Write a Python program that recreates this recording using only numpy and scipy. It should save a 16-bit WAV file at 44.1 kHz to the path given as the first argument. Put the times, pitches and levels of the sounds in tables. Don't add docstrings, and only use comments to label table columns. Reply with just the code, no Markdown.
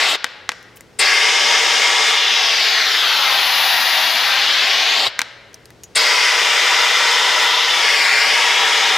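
import sys
import numpy as np
from scipy import signal
from scipy.fft import rfft, irfft, next_fast_len
from scipy.io import wavfile
from scipy.ndimage import uniform_filter1d

SR = 44100
rng = np.random.default_rng(int(sys.argv[2]) if len(sys.argv) > 2 else 0)


def wav_out(sig):
    wavfile.write(sys.argv[1], SR, np.round(np.clip(np.atleast_2d(sig).T, -1, 1) * 32767).astype(np.int16))


def ratio(d):
    e = np.asarray(d, float) / 20
    return 10 ** e


N = 395577
M = next_fast_len(N)
T = np.arange(N) / SR

# opens_s, rise_s, shuts_s, fall_s
VALVE = [
    (-1, .01, .155, .006),
    (.987, .016, 5.076, .008),
    (5.949, .016, 10, .01),
]
# start_s, hand_delay_ms, hand_share, bench_delay_ms, block_delay_ms
CARRY = [(0, 0.37, 0.04, 2.47, 2.1), (.98, 0.43, .27, 2.4, 1.94), (1.3, 0.34, 0.25, 2.2, 2.16),
         (2.1, 0.32, 0.13, 2.22, 1.9), (2.62, 0.38, 0.21, 2.5, 2.02), (3.0, 0.6, .28, 2.85, 1.74),
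         (3.35, 0.89, 0.15, 3.66, 1.8), (3.7, 1.07, 0.16, 4.1, 1.9), (4.15, 1.07, 0.14, 4.1, 1.97),
         (4.4, 0.67, 0.087, 3.5, 1.8), (4.7, 0.36, .18, 2.6, 2.3), (5.08, 0.23, 0.35, 2.57, 2),
         (5.95, 0.44, 0.29, 1.79, 1.67), (6.5, 0.32, 0.16, 1.94, 1.9), (7.65, 0.31, 0.05, 1.95, 1.75),
         (8.1, 0.44, 0.39, 2.4, 2.45), (8.45, 0.35, 0.26, 2.11, 2.01), (8.97, 0.3, 0.15, 2.21, 1.83)]


def unit(x):
    return x / np.sqrt(np.mean(x ** 2))


def curves(tables):
    s, *columns = np.concatenate(tables).T
    return [np.interp(T, s, column) for column in columns]


def log_curve(points, size):
    hz, value = np.transpose(points)
    return np.interp(np.log(np.fft.rfftfreq(size, 1 / SR) + 1), np.log(hz), value)


def colour(x, points):
    return irfft(rfft(x, M) * ratio(log_curve(points, size=M)), M)[:N]


def split(x, edges_hz):
    octave = np.log2(np.fft.rfftfreq(M, 1 / SR) + 1)
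    spectrum = rfft(x, M)
    slopes = [np.clip(.5 - (octave - np.log2(hz)) / .3, 0, 1) for hz in edges_hz]
    below = [0] + slopes + [1]
    return [irfft(spectrum * (hi - lo), M)[:N] for lo, hi in zip(below, below[1:])]


def late(x, ms):
    return np.interp(np.arange(N) - ms * SR / 1000, np.arange(N), x)


def walk(rate_hz):
    hold = int(SR / rate_hz)
    steps = np.repeat(rng.standard_normal(N // hold + 1), hold)
    return unit(uniform_filter1d(uniform_filter1d(steps, hold), hold)[:N])


def pan(db):
    return ratio(np.array([db / 2, -db / 2]))


def mid_side(side):
    return side * np.array([[1], [-1]])


def ring(t, hz, t60_s):
    return np.sin(2 * np.pi * hz * t) * np.exp(-np.log(1000) * t / t60_s)


def add(out, s, sound):
    i = int(s * SR)
    out[:, i:i + sound.shape[-1]] += sound


def valve():
    return sum(np.clip((T - on) / rise, 0, 1) * np.exp(-np.clip(T - off, 0, None) / fall)
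               for on, rise, off, fall in VALVE)


def air(flow):
    bands_hz = [620, 1350, 2650, 4250, 6900, 9900]
    side_share = [0.046, 0.11, 0.14, 0.1, 0.28, 0.46, 0.72]
    spread_db, pan_db, pan_db_per_ms = -15, 2.2, .85
    mids = split(echoes(rng.standard_normal(N)), bands_hz)
    sides = split(nozzle(rng.standard_normal(N), []), bands_hz)
    spread = ratio(spread_db) * unit(sum(sides)) * flow
    out = 0
    for mid, side, db, share in zip(mids, sides, region_levels(), side_share):
        loudness = np.sqrt(uniform_filter1d(mid ** 2, size=SR // 2))
        out = out + ratio(db + .5 * walk(14.)) * (mid / loudness + share * mid_side(unit(side)))
    bench_ms = curves([CARRY])[2]
    out = out * pan(pan_db + pan_db_per_ms * (bench_ms - 2)) * flow
    return out + puffs(), spread


def echoes(jet):
    # delay_ms, share_low (over bench), share_lifted
    hand_steps = [(0.0069, 1., 1.27), (-0.12, -0.92, 0), (0.16, -0.26, 0.54)]
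    # delay_ms, share
    rail = [(0, 0.81), (.11, 0.72), (.22, 1.1), (.35, -.8)]
    # delay_ms, share
    still = [(.46, -0.054), (0.582, 0.22), (0.701, -0.1), (.95, 0.028), (4.56, 0.01), (5.17, 0.15),
             (5.4, 0.082)]
    # peak_hz, width_hz, level_db
    low_peaks = [(240.7, 35, 9), (448, 56, 5.5), (1017, 21, 5.5), (2086, 260, 4), (3260, 160, -1),
                 (4090, 860, -5), (5290, 100, 3), (5930, 1300, 6.5), (10840, 570, 8)]
    # peak_hz, width_hz, level_db
    lifted_peaks = [(494, 180, -13), (795, 310, 4.5)]
    rail_top_hz, bench_share, bench_fade = 6500, 0.14, 0.33
    block_share, clutter_share = -0.18, 0.087
    hand_ms, hand, bench_ms, block_ms = curves([CARRY])
    lift = np.clip(np.maximum((hand_ms - .42) / .25, (bench_ms - 2.34) / .15), 0, 1)
    dull = signal.filtfilt(*signal.butter(2, rail_top_hz, fs=SR), jet)
    out = jet + block_share * late(jet, block_ms)
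    out += hand * sum((low + (high - low) * lift) * late(jet, hand_ms + ms) for ms, low, high in hand_steps)
    bench = sum(share * late(dull, bench_ms + ms) for ms, share in rail)
    out += bench_share * (1 - bench_fade * lift) * bench
    for place, stretch, sign in rng.random((22, 3)):
        path_ms = 1 + 11 * place + 1.4 * stretch * (bench_ms - 1.7)
        out += clutter_share * np.sign(sign - .5) * late(dull, path_ms)
    near = out + sum(share * late(jet, ms) for ms, share in still)
    return (1 - 0.71 * lift) * nozzle(near, low_peaks) + 0.58 * lift * nozzle(out, lifted_peaks)


def nozzle(x, peaks):
    # freq_hz, level_db_per_hz
    exhaust = [(76, -69), (130, -38), (277, -23.5), (466, -11.5), (515, -7), (956, -2), (1080, -2.5),
               (2080, 0.5), (4270, 2), (5210, -7.5), (9670, -28.5), (11100, -29), (15300, -31)]
    top_hz = 15330
    hz = np.fft.rfftfreq(M, 1 / SR)
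    resonance_db = sum(g / (1 + (2 * (hz - f) / width) ** 2) for f, width, g in peaks)
    db = log_curve(exhaust, size=M) + resonance_db
    return irfft(rfft(x, M) * ratio(db) * (hz < top_hz), M)[:N]


def region_levels():
    # start_s, turned_up (-0.3 to 1), fingers_over (0-1)
    wrist = [(.04, 0.5, .6), (.11, 0.1, 0.8), (1.02, 0.64, 0.55), (1.1, 1, 0.4), (1.5, 0.26, 0),
             (2.0, 0.25, 0.24), (2.25, 0, 0.65), (2.55, 0.46, 0), (2.85, 0.67, 0.6), (3.2, 0, 0.55),
             (4.45, 0.32, 0.74), (5.03, 0.03, 0.32), (5.99, 0.5, 0.3), (6.2, 0.58, .3), (7.3, 0, 0.46),
             (7.6, -.3, 0.42), (8.1, 1, 0.48), (8.6, 0, 0.52)]
    # touches_s, lets_go_s, tightness (0-1), squeak_db
    seals = [
        (0.11, 0.206, 0.4, 8),
        (2.089, 4.91, 0.96, 4),
        (7.43, 7.64, 0.68, 2),
    ]
    # start_s, nearness (0-1)
    approach = [
        (2.3, 0.07),
        (2.95, 0.39),
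        (3.4, 0.78),
        (3.72, 1),
        (4.26, 0.62),
        (4.45, 0.24),
    ]
    # rest_db, then change_db if sealed, turned, near, covered
    regions = [
        (-32, -4.5, -2, -2.5, -2.5),
        (-24, -4.5, -3.5, 4, 0),
        (-20, -3, 3, 0.5, 1),
        (-18.5, 1.5, -2.5, -2.5, -0.5),
        (-21, 0, 2, -0.5, -5.5),
        (-32, -8, 0.5, -3.5, -2.5),
        (-46, 0, 1, 18.5, -2),
    ]
    squeak_share = [0, 0, 0, 0, 0, .8, 1]
    opening_db = [3.5, -1.5, -1, 2.5, 3.5, 0.5, 5]
    closing_db = [-2, -2, -6.5, -1.5, -3, -3, 0]
    seal_s, squeak_s, settle_s, closing_s = 0.15, 0.034, 0.077, 0.14
    (turn, cover), (near,) = curves([wrist]), curves([approach])
    seal = sum(tight * np.clip(np.minimum(T - on, off + seal_s - T) / seal_s, 0, 1)
               for on, off, tight, _ in seals)
    squeak_db = sum(db * np.exp(-((T - on) / squeak_s) ** 2) for on, _, _, db in seals)
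    fresh = sum((T > on) * np.exp(-np.abs(T - on - rise) / settle_s) for on, rise, _, _ in VALVE)
    closing = sum(np.clip(1 - np.abs(off - T) / closing_s, 0, 1) for _, _, off, _ in VALVE)
    levels_db = []
    for (rest, *change), share, fresh_db, sag_db in zip(regions, squeak_share, opening_db, closing_db):
        handling_db = np.dot(change, [seal, turn, near, cover])
        levels_db.append(rest + handling_db + share * squeak_db + fresh_db * fresh + sag_db * closing)
    return levels_db


def puffs():
    # start_s, level_db, centre_hz, length_s
    spits = [
        (0.988, -16, 8600, 0.024),
        (5.953, -16.5, 8340, 0.024),
    ]
    # start_s, level_db, pitch_hz
    thumps = [
        (.995, -40, 200),
        (5.075, -36, 110),
        (5.959, -36, 190),
    ]
    out, t = np.zeros((2, N)), np.arange(int(.05 * SR)) / SR
    for s, db, hz, length in spits:
        band = signal.butter(2, [hz - 900, hz + 900], "bandpass", fs=SR, output="sos")
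        puff = unit(signal.sosfilt(band, rng.standard_normal(len(t))))
        envelope = np.clip(t / 0.005, 0, 1) * np.exp(-(t / length) ** 2)
        add(out, s, ratio(db) * puff * envelope * pan(4.0)[:, None])
    fade = np.hanning(2 * len(t))[len(t):]
    for s, db, hz in thumps:
        add(out, s, ratio(db) * ring(t, hz, .09) * np.clip(t / 0.003, 0, 1) * fade)
    return out


def drops():
    # start_s, peak_db, knock_hz, crack_db, left_minus_right_db
    impacts = [
        (0.2423, -3, 2040, 2.5, 4.5),
        (0.265, -22, 2070, -16, 0),
        (0.4904, -4, 2020, 0.5, 2),
        (0.5171, -13.5, 1970, -17, 4),
        (5.1904, -2, 2030, 0, 4.5),
        (5.205, -15, 2240, -7, -2),
        (5.2158, -6.5, 2250, 1.5, 4.5),
    ]
    # freq_hz, level_db_per_hz
    bench = [(300, -10), (800, 6), (1550, -9), (2400, 0), (4000, -5.5), (8000, -21), (11000, -24),
             (15000, -42)]
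    # delay_ms, share
    bench_echo = [(2.6, 0.15), (5.6, 0.09), (9.8, .1)]
    # start_s, level_db, pitch_hz
    snap = (5.0672, -6, 3900)
    out, body, t = np.zeros((2, N)), np.zeros((2, N)), np.arange(int(.1 * SR)) / SR
    noise = unit(colour(rng.standard_normal(N), bench))
    rattle_env = ratio(-9) * np.exp(-t / 0.0018) + ratio(-16.0) * np.exp(-t / 0.0065)
    crack = ring(t, 5200, 0.0014) + ring(t, 6700, 0.001) + 0.28 * ring(t, 12700, 0.00082)
    bench_modes = ring(t, 496, 0.13) + ring(t, 260, 0.045)
    for s, db, hz, crack_db, pan_db in impacts:
        knock = 1.3 * ring(t, hz, 0.0055) + 0.22 * ring(t, 1600, 0.027)
        repeats = sum(share * np.roll(knock, int(ms * SR / 1000)) for ms, share in bench_echo)
        blow = knock + ratio(crack_db) * crack + repeats
        rattle = noise[int(s * SR):][:len(t)] * rattle_env
        add(out, s + 0.00125, ratio(db) * (blow + rattle) * pan(pan_db)[:, None])
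        add(body, s + 0.0024, ratio(db - 33.5) * bench_modes)
    s, db, hz = snap
    add(out, s, ratio(db) * ring(t, hz, 0.021) * pan(3.0)[:, None])
    return signal.sosfilt(signal.butter(2, 1200, "highpass", fs=SR, output="sos"), out) + body


def ticks():
    # start_s, peak_db, pitch_hz, t60_s
    taps = [(0.628, -34, 2760, 0.037), (0.771, -30, 3020, 0.03), (0.808, -24.5, 2050, 0.022),
            (0.9298, -49, 2800, 0.038), (5.5314, -40, 2010, 0.027), (5.5431, -21.5, 6100, 0.023),
            (5.656, -27, 4870, 0.012), (5.7046, -29.5, 2000, 0.03), (5.835, -20.5, 6570, 0.04),
            (5.8392, -23.5, 6770, 0.065)]
    # start_s, end_s, level_db
    scrape = (.756, .782, -47)
    out, t = np.zeros((2, N)), np.arange(int(.1 * SR)) / SR
    band = signal.butter(1, [2200, 9000], "bandpass", fs=SR, output="sos")
    scratch_env = np.exp(-t / 0.00089) + 0.12 * np.exp(-t / 0.0096)
    for s, db, hz, t60 in taps:
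        scratch = signal.sosfilt(band, rng.standard_normal(len(t))) * scratch_env
        metal = ring(t, hz, t60) + .6 * ring(t, .88 * hz, t60)
        add(out, s, ratio(db) * (.8 * scratch + .3 * metal) * pan(2.2)[:, None])
    start, end, db = scrape
    slide = np.clip(np.minimum(T - start, end - T) / 0.0044, 0, 1)
    return out + ratio(db) * slide * np.diff(rng.standard_normal(N + 1))


def room(x):
    # freq_hz, t60_s
    room_t60 = [(200, 2.5), (1000, 1.11), (3000, 0.97), (7000, 0.57), (15000, 0.45)]
    t = np.arange(2 * SR) / SR
    _, frame_s, z = signal.stft(rng.standard_normal((3, len(t))), SR, nperseg=512)
    z = z * ratio(-60 * frame_s / log_curve(room_t60, size=512)[:, None])
    tail = signal.istft(z, SR, nperseg=512)[1][:, :len(t)] * np.clip((t - .004) / .01, 0, 1)
    tail = tail[0] + 0.38 * tail[1:]
    tail = tail / np.sqrt(np.mean(np.sum(tail ** 2, axis=1)))
    return signal.fftconvolve(x[None], tail, axes=1)[:, :N]


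def reverberation(spread, hits):
    # freq_hz, level_db
    room_colour = [(200, 1), (1100, -3), (1750, 2.5), (2600, -2), (4100, -2), (5300, 1.5), (7500, -3.5),
                   (15000, -9)]
    room_db, drop_room_db = -18, -24.5
    before = np.roll(spread, SR)
    delayed_hits = np.r_[np.zeros(SR), hits.mean(axis=0)[:-SR]]
    feed = ratio(room_db) * before + ratio(drop_room_db) * delayed_hits
    ringing = room(colour(feed, room_colour))[:, SR:]
    return np.c_[ringing, ringing[:, -SR:]] * pan(2.5)[:, None]


def shop():
    # freq_hz, level_db_per_hz
    shop_noise = [(15, -40), (30, -18), (100, -10), (200, -13), (300, -13), (450, -10.5), (600, -18.5),
                  (1200, -23), (2000, -26), (5300, -29.5), (9500, -40.5), (15000, -48)]
    # pitch_hz, level_db
    mains = [(59.5, -70.5), (118.5, -55.5)]
    shop_db = -47.5
    mid, side = (unit(colour(rng.standard_normal(N), shop_noise)) for _ in range(2))
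    hum = sum(ratio(db + 4 * walk(22.)) * np.sqrt(2) * np.sin(2 * np.pi * hz * T) for hz, db in mains)
    return (ratio(shop_db) * (mid + 0.32 * mid_side(side)) + hum) * pan(1.3)[:, None]


def scene():
    duck_db, release_s = 11.5, 0.39
    flow = valve()
    jet, spread = air(flow)
    hits = drops()
    keep = np.exp(-1 / (release_s * SR))
    recent = signal.lfilter([1 - keep], [1, -keep], flow, zi=[keep])[0]
    gain = ratio(-duck_db * np.maximum(flow, recent))
    surroundings = ratio(duck_db) * reverberation(spread, hits) + shop()
    return jet + hits + ticks() + gain * surroundings


def top_cut(x):
    return signal.sosfilt(signal.butter(12, 16530, fs=SR, output="sos"), x)


def record(dry):
    lowpass = signal.butter(10, 16000, fs=SR, output="sos")
    mix = np.clip(signal.sosfilt(lowpass, np.clip(dry, -1.05, 1.05)), -1, 1)
    return top_cut(mix)


dry = scene()
out = record(dry)
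wav_out(out)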